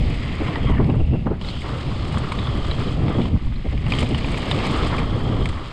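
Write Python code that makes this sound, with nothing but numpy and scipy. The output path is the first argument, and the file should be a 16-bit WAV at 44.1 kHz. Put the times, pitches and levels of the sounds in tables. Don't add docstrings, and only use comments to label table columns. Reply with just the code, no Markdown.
import sys
import numpy as np
from scipy import signal
from scipy.fft import rfft, irfft, next_fast_len
from scipy.io import wavfile
from scipy.ndimage import uniform_filter1d, map_coordinates

SR = 44100
rng = np.random.default_rng(int(sys.argv[2]) if len(sys.argv) > 2 else 0)


def natural_amplitude(level_db):
    exponent = np.asarray(level_db, float) / 20
    return 10 ** exponent


def put_to_file(sound):
    columns = np.atleast_2d(sound).T
    safe = np.clip(columns, -1, 1)
    whole_steps = np.round(safe * 32767)
    wavfile.write(sys.argv[1], SR, whole_steps.astype(np.int16))


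N = 252252

# time in seconds, strength in dB, eddy size in dB (larger: more rumble, less flutter).
GUSTS = [(0, -22, -9), (.3, -29, 1), (.62, -23, -3.5), (.66, -18.5, 3), (.94, -17, -11), (1.16, -20, -6.5),
         (1.53, -31.5, 1), (1.9, -27.5, 1), (2.3, -26, 0.5), (2.9, -24.5, 1), (3.18, -21, -5.5),
         (3.36, -20, -2), (3.55, -30.5, 7), (3.97, -21, -2.5), (4.35, -25, -2), (4.5, -24, -5),
         (5.13, -24.5, 1.5), (5.35, -24, -5), (5.5, -28, 4), (5.72, -36, 4)]
# centre in seconds, change in dB, half length in seconds.
WIND_LULLS = [(1.05, -13, 0.038), (3.4, -17, 0.015), (3.625, -6, 0.031)]
# centre in seconds, lift in dB,
# half length in seconds.
EDDY_HEAVES = [(.04, 11.5, 0.15), (1.05, 23, 0.054), (3.46, 8.5, 0.013), (5.42, 10, 0.081)]
# frequency in Hz, relative density in dB per Hz.
RUMBLE_SPECTRUM = [(12, -5.5), (25, -7.5), (45, -4), (75, -4.5), (110, -21.5), (400, -120)]
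BUFFET_SPECTRUM = [(40, -41), (75, -4), (120, -0.5), (200, -8), (300, -15.5), (1500, -120)]
FLUTTER_SPECTRUM = [(120, -38), (240, 3.5), (450, -2), (800, -9), (1500, -25), (6000, -120)]
# time in seconds (the swell starts 11 ms earlier),
# peak of the body in dB, peak of the bright edge over the body in dB.
EDDY_SLAPS = [(0.409, -14, -15), (0.64, -16.5, -16), (0.695, -12.5, -13), (0.796, -10.5, -7),
              (0.89, -12.5, -14.5), (0.939, -19, -12), (0.998, -16, -18.5), (1.134, -14, -17.5),
              (1.264, -12.5, -11), (1.312, -15.5, -11), (1.356, -31, -10), (1.641, -26, -2),
              (2.87, -16, -15), (3.099, -13.5, -11.5), (3.147, -17, -15), (3.188, -10.5, -12.5),
              (3.651, -20.5, -35), (3.731, -20.5, -29), (4.106, -15.5, -22), (4.699, -22, -4.5),
              (5.159, -16, -26)]
# frequency in Hz, relative density in dB per Hz.
SLAP_BODY_SPECTRUM = [(100, -1.5), (220, 7), (500, -1.5), (800, -11), (3000, -120)]
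SLAP_EDGE_SPECTRUM = [(500, -39.5), (800, -6), (1300, -12.5), (1900, -23), (6000, -120)]
# time in seconds, level of the hum in dB.
TYRE_PACE = [(0, -50.5), (.57, -36.5), (.7, -49), (.76, -44.5), (1.01, -59), (1.38, -57), (1.45, -42.5),
             (1.62, -47), (1.645, -36.5), (1.9, -41), (2.4, -37.5), (2.84, -38), (2.94, -42.5), (3.13, -38),
             (3.28, -48.5), (3.5, -53), (3.87, -46), (3.93, -41.5), (4.03, -36.5), (4.07, -44),
             (4.68, -34.5), (5.0, -32), (5.05, -37), (5.72, -39.5)]
# start in seconds,
# crunch of loose stones at the start in dB, at the end in dB,
# tread buzz over the crunch in dB (the pace shifts it further).
TYRE_STRETCHES = [(0, -43.5, -43.5, 1.5), (.6, -47.5, -45, 3.5), (.73, -50.5, -57.5, 5),
                  (1.42, -45.5, -38.5, -17), (1.53, -43, -41.5, -10), (2.96, -46.5, -44, -4),
                  (3.3, -51, -51.5, 0), (3.64, -50, -48, 2.5), (3.91, -39.5, -35, -5),
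                  (4.05, -42, -35.5, -4.5), (4.7, -35.5, -39.5, -7.5), (5.03, -43.5, -46, -10)]
# frequency in Hz, gain in dB.
HOUSING_GAIN = [(700, -9), (950, -3), (1180, 2), (1550, -10), (2080, 0), (2650, -6.5), (3200, -4),
                (3800, -9.5), (5000, -14.5), (5800, -31), (8000, -27.5), (9200, -33.5), (9700, -46),
                (11000, -46.5), (12400, -46.5), (13200, -61), (16000, -101)]
# time in seconds, level in dB, favoured pitch in Hz,
# low knock over the blow in dB (trimmed by 1.5 dB in the mix).
FRAME_BLOWS = [(0.4824, -20.5, 1950, 2.5), (0.5575, -16, 1890, -1.5), (0.844, -25, 2300, -20),
               (0.9, -23, 2570, -3), (1.27, -35, 2880, 14), (1.414, -24, 2930, -7), (1.447, -25, 3660, -3),
               (1.487, -19.5, 4140, -10), (1.6195, -26.5, 2110, -35), (2.143, -26.5, 2200, 8),
               (2.1727, -23, 3370, 5.5), (2.3204, -16, 2240, 1), (2.389, -20, 3670, -6),
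               (2.4708, -20.5, 3400, 2), (2.7125, -17.5, 3960, -14), (2.8228, -25.5, 2200, 3.5),
               (3.082, -22.5, 2270, 1), (3.255, -27, 3080, 2.5), (3.363, -53.5, 1250, 24),
               (3.469, -50, 1200, 18), (3.524, -38.5, 1240, 10.5), (3.559, -33, 4100, -30),
               (3.865, -21.5, 2880, -3), (3.922, -9.5, 2370, -9.5), (3.937, -14, 3170, -7),
               (3.9867, -13, 3060, -30), (4.0272, -18, 2350, -1.5), (4.063, -22, 2350, -31),
               (4.11, -24, 2900, -19), (4.147, -15.5, 3020, -5), (4.21, -22, 2310, -19),
               (4.2451, -18.5, 2400, -5), (4.283, -24, 2400, 2), (4.344, -18, 2300, -4),
               (4.5136, -9.5, 3620, -6.5), (4.6715, -21, 2030, -1), (4.834, -18, 2180, -4),
               (4.983, -18, 2330, -12), (5.457, -16.5, 2320, -8)]
# time in seconds, level in dB before filter and housing.
GRIT_STRIKES = [(2.081, -10), (2.123, -7), (2.182, -0.5), (2.3203, -1.5), (2.9257, -11), (3.882, -10),
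                (3.92, -3), (3.951, -4), (3.9896, 3.5), (4.004, 3), (4.029, -2), (4.089, -4), (4.179, -2.5),
                (4.317, -3.5), (4.5073, -3), (4.869, -2.5), (4.989, -6), (5.456, -3.5), (5.489, -2.5)]
# start in seconds, end in seconds, first pitch in Hz,
# last pitch in Hz, level in dB.
GLIDING_HISS = [(.6, .72, 3300, 3200, -43), (.7, .78, 3000, 2880, -43), (.655, .745, 2200, 1900, -40),
                (.735, .8, 2100, 1600, -39), (.65, .77, 1250, 900, -35), (.84, 1.23, 2780, 2720, -50),
                (1.24, 1.34, 500, 750, -38), (1.29, 1.355, 1050, 1550, -41), (1.48, 1.6, 3300, 3150, -44),
                (2.38, 2.77, 3350, 3200, -45), (3.05, 3.28, 3300, 3300, -46), (4.62, 4.84, 800, 1450, -33),
                (4.86, 5.5, 3250, 3200, -46)]
# frequency in Hz, relative density in dB per Hz.
SELF_NOISE_SPECTRUM = [(4000, -38), (6000, 2), (9000, -3.5), (10500, 1), (12500, -10.5), (13500, -23),
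                       (16000, -65)]

BUZZ_FROM_HZ, CRUNCH_FROM_HZ, SPRAY_FROM_HZ = 1668, 2660, 6300


def unit(x):
    return x / np.sqrt(np.mean(x ** 2) + 1e-20)


def along(points, hz):
    f, v = np.transpose(points)
    return np.interp(np.log(hz + 1), np.log(f + 1), v)


def curves(rows):
    s, *columns = np.transpose(rows)
    return [np.interp(np.arange(N) / SR, s, column) for column in columns]


def bumps(rows):
    t = np.arange(N) / SR
    return sum(db * np.exp(-((t - s) / max(half_s, 0.005)) ** 2) for s, db, half_s in rows)


def wobble(rate):
    knots = rng.standard_normal(int(N * rate / SR) + 4)
    return map_coordinates(knots, [np.arange(N) * rate / SR])


def filtered(x, response):
    m = next_fast_len(N + 8192)
    return irfft(rfft(x, m) * response(np.fft.rfftfreq(m, 1 / SR)), m)[:N]


def shaped_noise(spectrum, envelope=1):
    return filtered(envelope * rng.standard_normal(N), lambda hz: natural_amplitude(along(spectrum, hz)))


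def housing(hz):
    return natural_amplitude(along(HOUSING_GAIN, hz))


def burst(decay_s, attack_s):
    t = np.arange(SR // 10) / SR
    return natural_amplitude(-60 * t / decay_s) * (1 - np.exp(-t / attack_s)) * rng.standard_normal(len(t))


def wind():
    strength_db, size_db = curves(GUSTS)
    pace_db, = curves(TYRE_PACE)
    buffet_db = strength_db + bumps(WIND_LULLS)
    rumble_db = buffet_db + size_db + bumps(EDDY_HEAVES)
    flutter_db = -35 + 0.34 * (buffet_db - buffet_db.mean())
    flutter_db += -0.78 * size_db + 0.65 * (pace_db - pace_db.mean())

    eddy = wobble(22.077)
    rumble = unit(shaped_noise(RUMBLE_SPECTRUM))
    buffet = unit(shaped_noise(BUFFET_SPECTRUM, natural_amplitude(2.1 * eddy)))
    lumps = natural_amplitude(1.34 * eddy + 0.68 * wobble(60))
    flutter = unit(shaped_noise(FLUTTER_SPECTRUM, lumps))
    return natural_amplitude(rumble_db) * rumble + natural_amplitude(buffet_db) * buffet + natural_amplitude(flutter_db) * flutter


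def slaps():
    swell_s, edge_late_s, edge_rise_s, edge_fall_s = 0.016, 0.015, 0.002, 0.016
    out, t = np.zeros(N + SR), np.arange(SR // 6) / SR
    body = shaped_noise(SLAP_BODY_SPECTRUM)
    bright = shaped_noise(SLAP_EDGE_SPECTRUM)

    u = t / swell_s
    swell = u ** 1.61 * np.exp(1 - u ** 1.52)
    after_crest = t - edge_late_s
    rise = np.exp(-(after_crest / edge_rise_s) ** 2)
    fall = np.exp(-after_crest / edge_fall_s)
    snap = 0.42 * swell + np.where(after_crest > 0, fall, rise)

    for s, db, edge_db in EDDY_SLAPS:
        start = min(round((s - 0.011) * SR), N - len(t))
        span = slice(start, start + len(t))
        low = swell * body[span]
        edge = snap * bright[span]
        slap = low / np.abs(low).max() + natural_amplitude(edge_db) * edge / np.abs(edge).max()
        out[span] += natural_amplitude(db) * slap
    return out[:N]


def tyres():
    crunch_db, tread_db = stretch_levels()
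    hum_db, = curves(TYRE_PACE)
    buzz_db = crunch_db + tread_db + 0.23 * (hum_db - hum_db.mean())
    spray_db = -60.5 + crunch_db - crunch_db.mean()

    stones = grains(spread_db=21, life_s=0.004, count=2200)
    pebbles = grains(spread_db=22.5, life_s=0.008, count=800)
    grit = grains(spread_db=27, life_s=0.0032, count=1200)
    roll = patchy(depth_db=-0.5) + 0.25 * pings(life_s=0.0009, spread_db=5, count=4000)

    hum = tyre_band(roll + 0.32 * stones + pebbles, 563, BUZZ_FROM_HZ)
    buzz = tyre_band(roll + 0.85 * stones + 0.8 * pebbles, BUZZ_FROM_HZ, CRUNCH_FROM_HZ)
    crunch = tyre_band(roll + 0.6 * stones, CRUNCH_FROM_HZ, SPRAY_FROM_HZ)
    spray = tyre_band(roll + 0.5 * stones + 0.9 * grit, SPRAY_FROM_HZ, SR)
    return natural_amplitude(hum_db) * hum + natural_amplitude(buzz_db) * buzz + natural_amplitude(crunch_db) * crunch + natural_amplitude(spray_db) * spray


def stretch_levels():
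    crossing_s = 0.032
    ends = [row[0] - crossing_s for row in TYRE_STRETCHES[1:]] + [N / SR]
    points = []
    for (start, first_db, last_db, tread_db), end in zip(TYRE_STRETCHES, ends):
        points += [(start, first_db, tread_db), (end, last_db, tread_db)]
    return curves(points)


def tyre_band(x, low_hz, high_hz):
    def above(hz, edge_hz):
        return 1 / (1 + (edge_hz / (hz + 1)) ** 16)

    def response(hz):
        return housing(hz) * np.sqrt(above(hz, low_hz) * (1 - above(hz, high_hz)))
    return unit(filtered(x, response))


def patchy(depth_db):
    z = signal.stft(rng.standard_normal(N), nperseg=512)[2]
    field = uniform_filter1d(rng.standard_normal(z.shape), size=5, axis=0)
    field = uniform_filter1d(field, size=6, axis=1)
    return unit(signal.istft(z * natural_amplitude(depth_db * unit(field)), nperseg=512)[1][:N])


def grains(spread_db, life_s, count):
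    when, size = rng.random((count, 2)).T
    hits = np.bincount((when * N).astype(int), natural_amplitude(spread_db * size ** 2), N)
    envelope = signal.lfilter([1], [1, -np.exp(-1 / (life_s * SR))], hits)
    return unit(envelope * rng.standard_normal(N))


def pings(life_s, spread_db, count):
    when, pitch, size = rng.random((count, 3)).T
    t = np.arange(SR // 60) / SR
    hz = 800 * 7.0 ** pitch[:, None]
    loudness = natural_amplitude(spread_db * size[:, None] ** 2)
    tones = loudness * np.sin(2 * np.pi * hz * t) * t * np.exp(-t / life_s)
    index = (when * N).astype(int)[:, None] + np.arange(len(t))
    return unit(np.bincount(index.ravel(), tones.ravel(), N + len(t))[:N])


def clatter():
    out = np.zeros(N + SR)
    lead = SR // 100
    hz_grid = np.fft.rfftfreq(SR // 10, 1 / SR)
    colour = housing(hz_grid) * (hz_grid > BUZZ_FROM_HZ)
    for s, db, hz, knock_db in FRAME_BLOWS:
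        blow = np.roll(burst(decay_s=0.024, attack_s=0.00005), lead)
        blow[lead] = 7.0
        crack = irfft(rfft(blow) * colour, len(blow))
        sound = natural_amplitude(-1) * crack / np.abs(crack).max()
        sound += natural_amplitude(-6.5) * ringing(blow, hz, width_hz=500)
        sound += natural_amplitude(knock_db - 1.5) * ringing(blow, hz=1007, width_hz=560)
        out[round(s * SR) - lead:][:len(blow)] += natural_amplitude(db) * sound
    return out[:N]


def ringing(x, hz, width_hz):
    b, a = signal.iirpeak(hz, hz / width_hz, SR)
    y = signal.lfilter(b, a, signal.lfilter(b, a, x))
    return y / np.abs(y).max()


def ticks():
    centre_hz, half_width_hz = 8770, 2170
    out = np.zeros(N + SR)
    for s, db in GRIT_STRIKES:
        tick = burst(decay_s=0.044, attack_s=0.0003)
        out[round(s * SR):][:len(tick)] += natural_amplitude(db) * tick
    return filtered(out[:N], lambda hz: housing(hz) / (1 + ((hz - centre_hz) / half_width_hz) ** 2))


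def hiss():
    fade_s, core_hz, skirt_hz = 0.018, 80, 340

    def response(hz):
        return 1 / (1 + (hz / core_hz) ** 2) + 0.5 / (1 + (hz / skirt_hz) ** 4)
    t, out = np.arange(N) / SR, np.zeros(N)
    a = filtered(rng.standard_normal(N), response)
    b = filtered(rng.standard_normal(N), response)
    for start, end, first_hz, last_hz, db in GLIDING_HISS:
        centre_hz = np.interp(t, [start, end], [first_hz, last_hz])
        phase = 2 * np.pi * np.cumsum(centre_hz) / SR
        rough = natural_amplitude(2.2 * wobble(160))
        fade = np.clip(np.minimum(t - start, end - t) / fade_s, 0, 1)
        out += natural_amplitude(db) * fade * unit(rough * (a * np.cos(phase) + b * np.sin(phase)))
    return out


def self_noise():
    return natural_amplitude(-77) * unit(shaped_noise(SELF_NOISE_SPECTRUM))


def scene():
    return (wind() + slaps() + tyres() + clatter() + ticks() + hiss())[None]


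def top_cut(x):
    return signal.sosfilt(signal.butter(12, 15200, fs=SR, output="sos"), x)


def record(dry):
    ceiling = 0.55
    heard = dry + self_noise()
    soft = heard / (1 + np.abs(heard / ceiling) ** 4) ** (1 / 4)
    return top_cut(soft)


dry = scene()
out = record(dry)
put_to_file(out)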